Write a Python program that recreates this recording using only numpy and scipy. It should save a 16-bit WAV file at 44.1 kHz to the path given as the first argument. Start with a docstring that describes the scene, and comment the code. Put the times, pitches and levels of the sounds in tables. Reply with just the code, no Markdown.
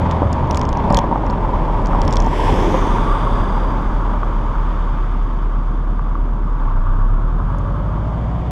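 """A car rolls over cracked asphalt, heard from a camera fixed low on its body. At first the tyres roar and
knock over cracks, and the jolts rattle the camera mount while the engine drops to idle. At about 2.5 s
another car swishes past in the next lane, and its tyre roar lingers down the street. Our car slows,
small stones snap under its tyres, and a faint whine swells as it coasts. Near 6.7 s the pedal goes down:
the engine labours for a moment, then speeds up to pull away."""
import sys
import numpy as np
from scipy import signal
from scipy.fft import rfft, irfft, next_fast_len
from scipy.io import wavfile
from scipy.ndimage import uniform_filter1d, map_coordinates

SR = 44100
rng = np.random.default_rng(int(sys.argv[2]) if len(sys.argv) > 2 else 0)


def wav_record(signal):
    """Record a signal, one row per channel, as 16-bit PCM in the file named by sys.argv[1]."""
    frames = np.transpose(np.atleast_2d(signal))
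    bounded = np.clip(frames, -1, 1)
    # unit amplitude maps onto the largest positive 16-bit level
    quanta = np.round(bounded * 32767).astype(np.int16)
    wavfile.write(sys.argv[1], SR, quanta)


N = 375281

# the pedal is lifted, then pressed again: (time [s], throttle [0-1])
THROTTLE = [(0, 0.9), (.45, 0.5), (.8, 0.02), (6.63, 0.01), (6.8, 1), (8.51, 1)]
# how fast our car rolls: (time [s], speed [share of cruising speed])
ROAD_SPEED = [(0, 0.95), (1.4, 0.85), (2.6, 0.93), (3.6, 0.68), (4.4, 0.54), (5.1, 0.37), (6.3, 0.35),
              (7.2, 0.35), (8.51, 0.38)]
# tone colour of rushing air: (frequency [Hz], level [dB])
AIR_HISS = [(1000, -11), (1700, 10), (2200, 8), (2700, 0.5), (3100, 4.5), (3550, 3), (3950, -10.5),
            (4450, -7.5), (4800, -7.5), (5300, -12.5), (6700, -13.5), (8500, -22.5), (10200, -27),
            (15000, -48.5)]
# tone colour of tyres heard from afar: (frequency [Hz], level [dB])
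DISTANT_ROAR = [(500, -16), (790, -15), (920, -4), (1150, 2), (1400, -7.5), (1700, -14), (1950, -50),
                (2200, -38), (2700, -36), (3400, -39.5), (4000, -43.5), (15000, -61.5)]
# tone colour of the hiss behind a car and along the street: (frequency [Hz], level [dB])
WAKE_HISS = [(1000, -6), (1900, 4), (2650, -2), (3500, 5), (4200, -11), (4650, -8), (4800, 0), (5000, -8),
             (6100, -5), (8000, -17), (9000, -12), (10500, -27), (12200, -26), (15000, -37)]


def undb(db):
    """Turn decibels into a gain."""
    return 10 ** (np.asarray(db) / 20)


def unit(x):
    """Scale a sound to an average (rms) level of 1."""
    return x / np.sqrt(np.mean(x ** 2))


def curves(table):
    """Join the points of a timed table by straight lines, one curve per value column."""
    times, *columns = np.transpose(table)
    return [np.interp(np.arange(N) / SR, times, column) for column in columns]


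def hump(s, half_s):
    """A smooth swell from 0 to 1 and back, centred on time s."""
    return np.exp(-((np.arange(N) / SR - s) / half_s) ** 2)


def wander(rate):
    """A smooth random curve of size about 1 that takes `rate` new values a second."""
    hold = max(int(SR / rate), 2)
    steps = np.repeat(rng.standard_normal(N // hold + 1), hold)
    return unit(uniform_filter1d(uniform_filter1d(steps, hold), hold)[:N])


def grains(rate, spread_db):
    """Noise broken into short grains of uneven strength, `rate` a second."""
    return rng.standard_normal(N) * undb(spread_db * wander(rate))


def colour(x, points):
    """Give a sound the tone colour of (frequency [Hz], level [dB]) points, at an average level of 1."""
    size = next_fast_len(N)
    hz, db = np.transpose(points)
    bins = np.maximum(np.fft.rfftfreq(size, 1 / SR), 1)
    gain = undb(np.interp(np.log(bins), np.log(hz), db))
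    return unit(irfft(rfft(x, size) * gain, size)[:N])


def soften(x, hz):
    """Dull a sound by fading out what lies above hz."""
    return signal.sosfilt(signal.butter(2, min(hz, .45 * SR), fs=SR, output="sos"), x)


def resonate(x, hz, width):
    """Pass a sound twice through one resonance, keeping the band around hz."""
    peak = signal.iirpeak(hz, hz / width, fs=SR)
    return signal.lfilter(*peak, signal.lfilter(*peak, x))


def strike(modes, detune, tilt_db, samples):
    """One blow with peak 1; where it lands changes the pitch and strength of each ringing tone."""
    hz, ring_s, db = np.transpose(modes)
    t = np.arange(samples)[:, None] / SR
    pitch, strength = rng.standard_normal((2, len(hz)))
    signs = (-1) ** np.arange(len(hz))
    gain = signs * undb(db + 2.8 * strength + tilt_db * np.log2(hz / hz.mean()))
    fade = np.exp(-np.log(1000) * t / ring_s)
    ring = (gain * fade * np.sin(2 * np.pi * hz * (1 + detune * pitch) * t)).sum(axis=1)
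    return ring / np.abs(ring).max()


def add(out, s, sound):
    """Mix a short sound in at time s."""
    start = max(int(s * SR), 0)
    out[start:start + len(sound)] += sound[:N - start]


def far_traffic():
    """Tyres further down the street swell and fade over a steady faint hiss."""
    # waves of traffic: (time [s], half length [s], roar level [dB], hiss level [dB])
    swells = [(0.297, 0.85, -34, -49.5), (4.802, 0.65, -40, -49.5), (6.75, 0.38, -37, -73),
              (7.6, 0.77, -35, -63)]
    roar_gain = sum(undb(db) * hump(s, half) for s, half, db, _ in swells)
    hiss_gain = sum(undb(db) * hump(s, half) for s, half, _, db in swells)
    roar = roar_gain * colour(grains(rate=90, spread_db=1.2), DISTANT_ROAR)
    hiss = hiss_gain * colour(rng.standard_normal(N), AIR_HISS)
    street = colour(rng.standard_normal(N), WAKE_HISS) * undb(-64)
    return roar + hiss + street


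def coasting_whine():
    """A faint, unsteady tone, probably gear teeth, sinks while the car coasts."""
    # the falling tone: (time [s], pitch [Hz])
    pitch = [(4, 740), (6.45, 711.4), (7, 663), (7.6, 640)]
    hz, = curves(pitch)
    tone = np.sin(2 * np.pi * np.cumsum(hz) / SR + .9 * wander(20))
    return tone * undb(-47.5 + 3.5 * wander(16)) * hump(s=6.1, half_s=1.9)


def wake_rings():
    """The other car's hiss sings in narrow bands that swell in turn, most sinking as it drives away."""
    # the bands: (pitch [Hz], width [Hz], level [dB], loudest at [s], half length [s], glide [Hz/s])
    bands = [(1139, 140, -31, 3.1, 0.44, -59), (3454, 530, -48.5, 3.15, 0.48, 1.5),
             (4790, 180, -58.5, 3.33, .5, 1), (6200, 1300, -49, 2.73, 0.23, -600),
             (8750, 2200, -61, 2.98, 0.57, -700), (12800, 2800, -64, 2.68, .2, -1800)]
    t, out = np.arange(N) / SR, 0
    for hz, width, db, s, half, glide in bands:
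        centre_hz = hz + glide * np.clip(t - s, -1, 1)
        # slow noise, shifted up to the band's pitch
        flutter = soften(rng.standard_normal(N) + 1j * rng.standard_normal(N), hz=width / 3)
        band = np.real(flutter * np.exp(2j * np.pi * np.cumsum(centre_hz) / SR))
        out = out + unit(band) * undb(db) * hump(s, half)
    return out


def other_car():
    """A passing car's tyres roar from afar; its engine and swish are heard only close by."""
    # tone colour of its swish as it comes nearer: (frequency [Hz], level [dB])
    front_colour = [(900, -7), (1900, 13), (2700, 5), (3250, 10), (4100, -6.5), (5300, 4), (6900, -11),
                    (7500, -2), (8800, -13.5), (10500, -10), (15000, -30)]
    # tone colour of its engine and body: (frequency [Hz], level [dB])
    body_colour = [(150, -28.5), (270, 5), (390, 10), (530, 2), (700, -22), (1200, -48), (6000, -93)]
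    alongside_s, closing_m_per_s, lane_gap_m = 2.46, 16.24, 2.56
    t = np.arange(N) / SR
    along_m = closing_m_per_s * (t - alongside_s)
    distance_m = np.hypot(along_m, lane_gap_m)
    ahead = (1 - np.tanh((t - 2.34) / 0.054)) / 2  # 1 while our bonnet shields it
    behind = (1 + np.tanh((t - 2.7) / 0.11)) / 2  # rises to 1 as it goes behind us
    front = colour(grains(rate=420, spread_db=0.5), front_colour)
    rear = colour(grains(rate=740, spread_db=2.2), WAKE_HISS)
    swish = np.sqrt(1 - behind) * front + np.sqrt(behind) * rear
    swish *= lane_gap_m / distance_m * undb(-35.5 - 5.5 * ahead - 0.0754 * distance_m)
    # a weak echo off the road comes slightly later, so a shallow notch sweeps through the swish
    detour_m = 0.064 / distance_m
    lag = detour_m / 343 * SR
    swish = swish + 0.08 * map_coordinates(swish, [np.arange(N) - lag], order=3)
    # the roar beams along the road, so it dips when the car is right beside us
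    beam_m, hiss_reach_m = 10.5, 7.5
    beam = 2 * beam_m * np.abs(along_m) / (beam_m ** 2 + along_m ** 2)
    roar = colour(grains(rate=90, spread_db=1.5), DISTANT_ROAR) * beam * undb(-26.5)
    hiss = colour(grains(rate=340, spread_db=1.3), AIR_HISS) * undb(-36)
    hiss /= np.hypot(1, along_m / hiss_reach_m)
    body = colour(grains(rate=23, spread_db=1.0), body_colour) * undb(-22)
    body /= 1 + ((t - 2.64) / 0.22) ** 2  # a brief swell just after it passes
    return swish + body + (roar + hiss) * undb(-6.5 * ahead - 0.0193 * distance_m)


def shudder():
    """The road shakes our car's body, deep and uneven; less so at low speed or with the pedal down."""
    throttle, = curves(THROTTLE)
    speed, = curves(ROAD_SPEED)
    shake = resonate(rng.standard_normal(N), hz=30.9, width=11)
    return unit(shake) * undb(-29) * speed * (1 - throttle / 2)


def engine_boom(hz, phase, throttle):
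    """The firings make the car's body boom, each a little stronger or weaker than the last."""
    # the boom with the pedal lifted: (firing rate [Hz], level [dB])
    boom_levels = [(30, -15.5), (33, -14), (37.5, -16.5), (40, -18.5), (46, -22), (54, -23), (62, -24.5),
                   (80, -21)]
    firing = (phase / (2 * np.pi)).astype(int)
    uneven = soften(undb(0.9 * rng.standard_normal(N)[firing]) - 1, hz=4.9) + 1
    throb = 1 + 0.17 * np.cos(phase / 4)  # swells once in four firings
    level_db = np.interp(hz, *np.transpose(boom_levels)) + 2 * throttle
    return unit(uneven * throb * np.sin(phase)) * undb(level_db)


def exhaust(hz, phase, throttle):
    """Unequal cylinders throb in the pipe at idle; with the pedal down they blend into an even growl."""
    # exhaust tones: (pitch [times the firing rate], idling [dB], labouring [dB], pulling [dB])
    tones = [(.75, -50, -35, -29), (1.25, -50, -32, -32), (1.5, -46, -36, -36), (1.75, -46, -42, -35),
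             (2, -35, -33, -27), (2.25, -44, -39, -33), (2.5, -45, -50, -50), (2.75, -49, -46, -30),
             (3, -46, -27, -38), (3.25, -42, -35, -32), (3.5, -46, -48, -50), (3.75, -44, -44, -36),
             (4, -46, -44, -35), (4.25, -42, -36, -36), (4.75, -56, -48, -37), (5, -46, -55, -39),
             (5.25, -48, -42, -42), (5.75, -44, -45, -38), (6, -46, -55, -36), (6.25, -46, -37, -42),
             (7, -43, -49, -42), (8, -41, -49, -43), (9, -39, -46, -41)]
    # how the pipe boosts or weakens them: (frequency [Hz], gain [dB])
    pipe = [(60, -3), (95, 3), (120, 3), (165, 3), (200, -3), (240, -7), (320, -10), (600, -16)]
    labour_hz, pull_hz = 33, 42  # the loaded engine labours below the first, pulls freely above the last
    spread = 3  # each throb lasts this many times longer under load
    note = 0
    for k, idle_db, labour_db, pull_db in tones:
        load_db = np.interp(hz, [labour_hz, pull_hz], [labour_db, pull_db])
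        idling = (1 - throttle) * undb(idle_db) * np.cos(k * phase - k ** 2)
        loaded = throttle * undb(load_db) * np.cos(k * phase - spread * k ** 2)
        note = note + (idling + loaded) * undb(np.interp(k * hz, *np.transpose(pipe)))
    return note


def intake(hz, phase, throttle):
    """With the pedal down, air rushes in and high engine tones whine in the intake duct."""
    # the whining tones: (pitch [times the firing rate], level [dB])
    overtones = [(10, -9), (11, -1), (12, -1), (13, -7)]
    # duct resonances that the tones climb through: (frequency [Hz], width [Hz], gain [dB])
    duct = [(586, 100, -34.5), (735, 68, -36)]
    # tone colour of the rush in the air filter box: (frequency [Hz], level [dB])
    airbox = [(40, -7.5), (200, 7), (450, -4), (700, 5), (900, -5.5), (1300, -19.5), (6000, -63.5)]
    wobble = .55 * wander(32)
    tones = sum(undb(db + 1.5 * wander(18)) * np.sin(k * phase + wobble) for k, db in overtones)
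    whine = sum(undb(db) * resonate(tones, centre, width) for centre, width, db in duct)
    hiss = colour(grains(rate=160, spread_db=0.7), AIR_HISS) * undb(-54)
    rush = colour(rng.standard_normal(N), airbox) * undb(-38.5)
    flow = undb(13 * np.log2(hz / 47.7))  # 13 dB louder each time the engine speed doubles
    return throttle * (whine + (hiss + rush) * flow)


def engine():
    """The firing of the cylinders drives the boom, the exhaust and the intake together."""
    # the engine drops to idle, labours, then pulls away: (time [s], firing rate [Hz])
    firing_rate = [(0, 84.5), (.2, 81.6), (.47, 77.5), (.8, 59), (1.25, 44.06), (1.7, 37.79), (3.35, 37.65),
                   (3.9, 39.55), (4.3, 37.96), (5.2, 36.61), (6.53, 37.2), (6.8, 29.6), (7, 32),
                   (7.2, 35.9), (7.8, 49.5), (8, 53.2), (8.17, 57.3), (8.51, 62.2)]
    hz, = curves(firing_rate)
    throttle, = curves(THROTTLE)
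    phase = 2 * np.pi * np.cumsum(hz) / SR
    return engine_boom(hz, phase, throttle) + exhaust(hz, phase, throttle) + intake(hz, phase, throttle)


def rolling():
    """Rough asphalt shakes the body and drums on the tyres; air hisses out of their grooves."""
    # rough patches of road: (time [s], half length [s], rumble change [dB], tread change [dB])
    patches = [(0.258, 0.043, -0.5, -6), (0.92, 0.11, 3, 5.5), (2.047, 0.11, 3, 3), (2.53, 0.1, 3.5, 4.5),
               (3.5, 0.6, 1.5, 0.5), (6.665, .11, -0.5, 7.5)]
    # tone colour of the shaking body: (frequency [Hz], level [dB])
    rumble_colour = [(10, -34), (24, 10.5), (45, 0.5), (65, 1), (85, 4), (115, 1.5), (160, -0.5), (230, -1),
                     (300, -3.5), (370, -8.5), (470, -11), (700, -20), (1500, -70), (6000, -100)]
    # tone colour of the tread drumming on the road: (frequency [Hz], level [dB])
    tread_colour = [(500, -39.5), (720, -20), (820, -2), (890, 4.5), (960, 5), (1080, -1), (1300, -18),
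                    (1600, -18.5), (2100, -23), (3300, -34), (6000, -48), (15000, -84.5)]
    # tone colour of the tyre's casing: (frequency [Hz], level [dB])
    casing_colour = [(200, -24), (400, -2), (480, -5.5), (570, 2), (690, -3.5), (800, -1.5), (950, -14.5),
                     (6000, -91)]
    doublings = np.log2(curves(ROAD_SPEED)[0])  # each layer gains its own dB per doubling of speed
    shake_db = sum(db * hump(s, half) for s, half, db, _ in patches)
    coarse_db = sum(db * hump(s, half) for s, half, _, db in patches)
    rumble = colour(grains(rate=30, spread_db=0.5), rumble_colour) * undb(-20 + 6 * doublings)
    tread = colour(grains(rate=120, spread_db=2.0), tread_colour) * undb(-24 + 10.5 * doublings)
    hiss = colour(grains(rate=300, spread_db=2.5), AIR_HISS) * undb(-48 + 14 * doublings)
    casing = colour(rng.standard_normal(N), casing_colour) * undb(-26.5 + 11 * doublings)
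    return (rumble + casing) * undb(shake_db) + (tread + hiss) * undb(coarse_db)


def grit():
    """Small stones snap out from under the tread with a short, high knock."""
    # the stones: (time [s], level [dB])
    stones = [(4.232, -11), (4.554, -17), (5.993, -16.5), (6.153, -14.5), (6.868, -18), (7.4, -17),
              (7.546, -19.5)]
    # tones that ring in the tread: (pitch [Hz], time to fade by 60 dB [s], level [dB])
    tread_modes = [(980, .018, -5), (1170, .02, 0), (1450, .011, -9)]
    out = np.zeros(N)
    for s, db in stones:
        add(out, s, undb(db) * strike(tread_modes, detune=0.025, tilt_db=0, samples=1500))
    return soften(out, hz=2500)


def thuds():
    """The springs pass each bump on as a soft push that booms for a few cycles."""
    # the bumps: (time [s], level [dB], body resonance [Hz], rise to the peak [cycles])
    bumps = [(0.221, -18, 233, 0.56), (0.253, -8.5, 94.4, 0.89), (0.431, -10, 130, 0.83),
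             (0.934, -6.5, 47, 0.83), (.955, -15, 167, 0.94), (1.15, -24, 233.7, .76),
             (2.049, -14, 80, .76), (2.168, -15, 108.9, 0.7), (2.52, -11, 78.6, .76),
             (2.741, -13, 520, 2.8), (2.742, -15, 338, 1.2)]
    out = np.zeros(N)
    t = np.arange(8000) / SR
    for s, db, hz, cycles in bumps:
        rise = t * hz / cycles
        add(out, s, undb(db) * rise * np.exp(1 - rise) * np.sin(2 * np.pi * hz * t))
    return out


def knocks():
    """A crack slaps the soft tread and rings the tyre and wheel arch."""
    # tyres striking cracks: (time [s], level [dB], brightness [dB per octave])
    cracks = [(.219, -2.5, 0), (.229, -6, 0), (.5, -13, 0), (.906, -3, 0), (.932, -3, 0), (.976, -6, 0),
              (.987, -6, 0), (1.039, -7.5, 0), (1.112, -5, 0), (1.125, -6, 0), (1.157, -5, 0),
              (1.236, -14.5, 0), (1.49, -9.5, 0), (1.932, -7, 6), (1.947, -7, 6), (2.268, -7.5, -2),
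              (2.742, -7, -2), (3.576, -15, 0)]
    # tones that ring in the tyre and arch: (pitch [Hz], time to fade by 60 dB [s], level [dB])
    wheel_modes = [(238, 0.024, -2.5), (557, 0.066, -12), (752, 0.036, -6.5), (962, 0.041, -3.5),
                   (1163, 0.022, -11.5), (1515, 0.011, -19.5)]
    out = np.zeros(N)
    for s, db, tilt_db in cracks:
        add(out, s, undb(db) * strike(wheel_modes, detune=0.036, tilt_db=tilt_db, samples=3000))
    return soften(out, hz=2500)


def mount_rattle():
    """Hard plastic parts of the camera mount tap together for a millisecond and ring very briefly."""
    # the taps: (time [s], peak level [dB], brightness [dB per octave])
    taps = [(.1116, -22, -15), (.1195, -32, -11), (.3285, -24, -4), (.331, -26, -10), (.4738, -41, -8),
            (.51, -17, -10.5), (.53, -35, -12), (.5462, -18, -10.5), (.5574, -31, -5), (.5728, -15, -7.5),
            (.594, -27, -12), (.614, -17.5, -16), (.6334, -34, -12), (.6525, -25, -18), (.6905, -25, -12),
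            (.7286, -21.5, -13), (.7721, -29.5, -16), (.903, -21, -24), (.9254, -25, 2), (.9452, -12, -4),
            (.9707, -10, -5), (.9887, -11.5, -9), (1.265, -35, -10), (1.3, -26.5, -15), (1.3065, -33, -7),
            (1.8591, -23, -15), (1.87, -29, -14), (2.0172, -17.5, -10.5), (2.0508, -31, -10),
            (2.0784, -17.5, -11), (2.1081, -29, -6), (2.1262, -17.5, -10), (2.131, -26, -9),
            (2.1364, -22, -14), (2.157, -25, -8), (2.169, -14.5, -12), (2.2024, -17, -3), (2.222, -30, -8),
            (2.2458, -32, -8), (2.2633, -32, -10), (7.5846, -40, 12)]
    # the mount's resonances: (frequency [Hz], width [Hz], level [dB])
    mount_modes = [(2400, 1200, -13), (3300, 900, -4.5), (4400, 1400, -8), (5450, 1100, 0),
                   (6600, 1200, -1), (8700, 2400, -14), (12300, 3500, -23)]
    firm_db, ring_hz = -15.5, 6500  # taps softer than firm_db ring mostly near ring_hz
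    out = np.zeros(N)
    t = np.arange(1024) / SR
    contact = np.exp(-t / .0009) + .025 * np.exp(-t / .007)
    for s, db, tilt_db in taps:
        narrow_db = 0.94 * np.clip(firm_db - db, 0, 10)  # lost per octave away from ring_hz
        click = 0
        for hz, width, mode_db in mount_modes:
            ring = resonate(rng.standard_normal(len(t)) * contact, hz, width)
            ring_db = mode_db + tilt_db * np.log2(hz / 5500) - narrow_db * abs(np.log2(hz / ring_hz))
            click = click + ring * undb(ring_db)
        add(out, s, undb(db) * click / np.abs(click).max())
    return out


def scene():
    """Our car, its jolts and the street all reach one microphone."""
    own_car = engine() + shudder() + coasting_whine() + rolling()
    jolts = knocks() + grit() + thuds() + mount_rattle()
    street = other_car() + wake_rings() + far_traffic()
    return (own_car + jolts + street)[None]


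def record(dry):
    """The camera rounds off the loudest peaks and cuts the highest treble."""
    top_hz = 15300
    rounded = np.tanh(0.55 * dry) / 0.53
    return signal.sosfilt(signal.ellip(8, .2, 70, top_hz, fs=SR, output="sos"), rounded)


dry = scene()
out = record(dry)
wav_record(out)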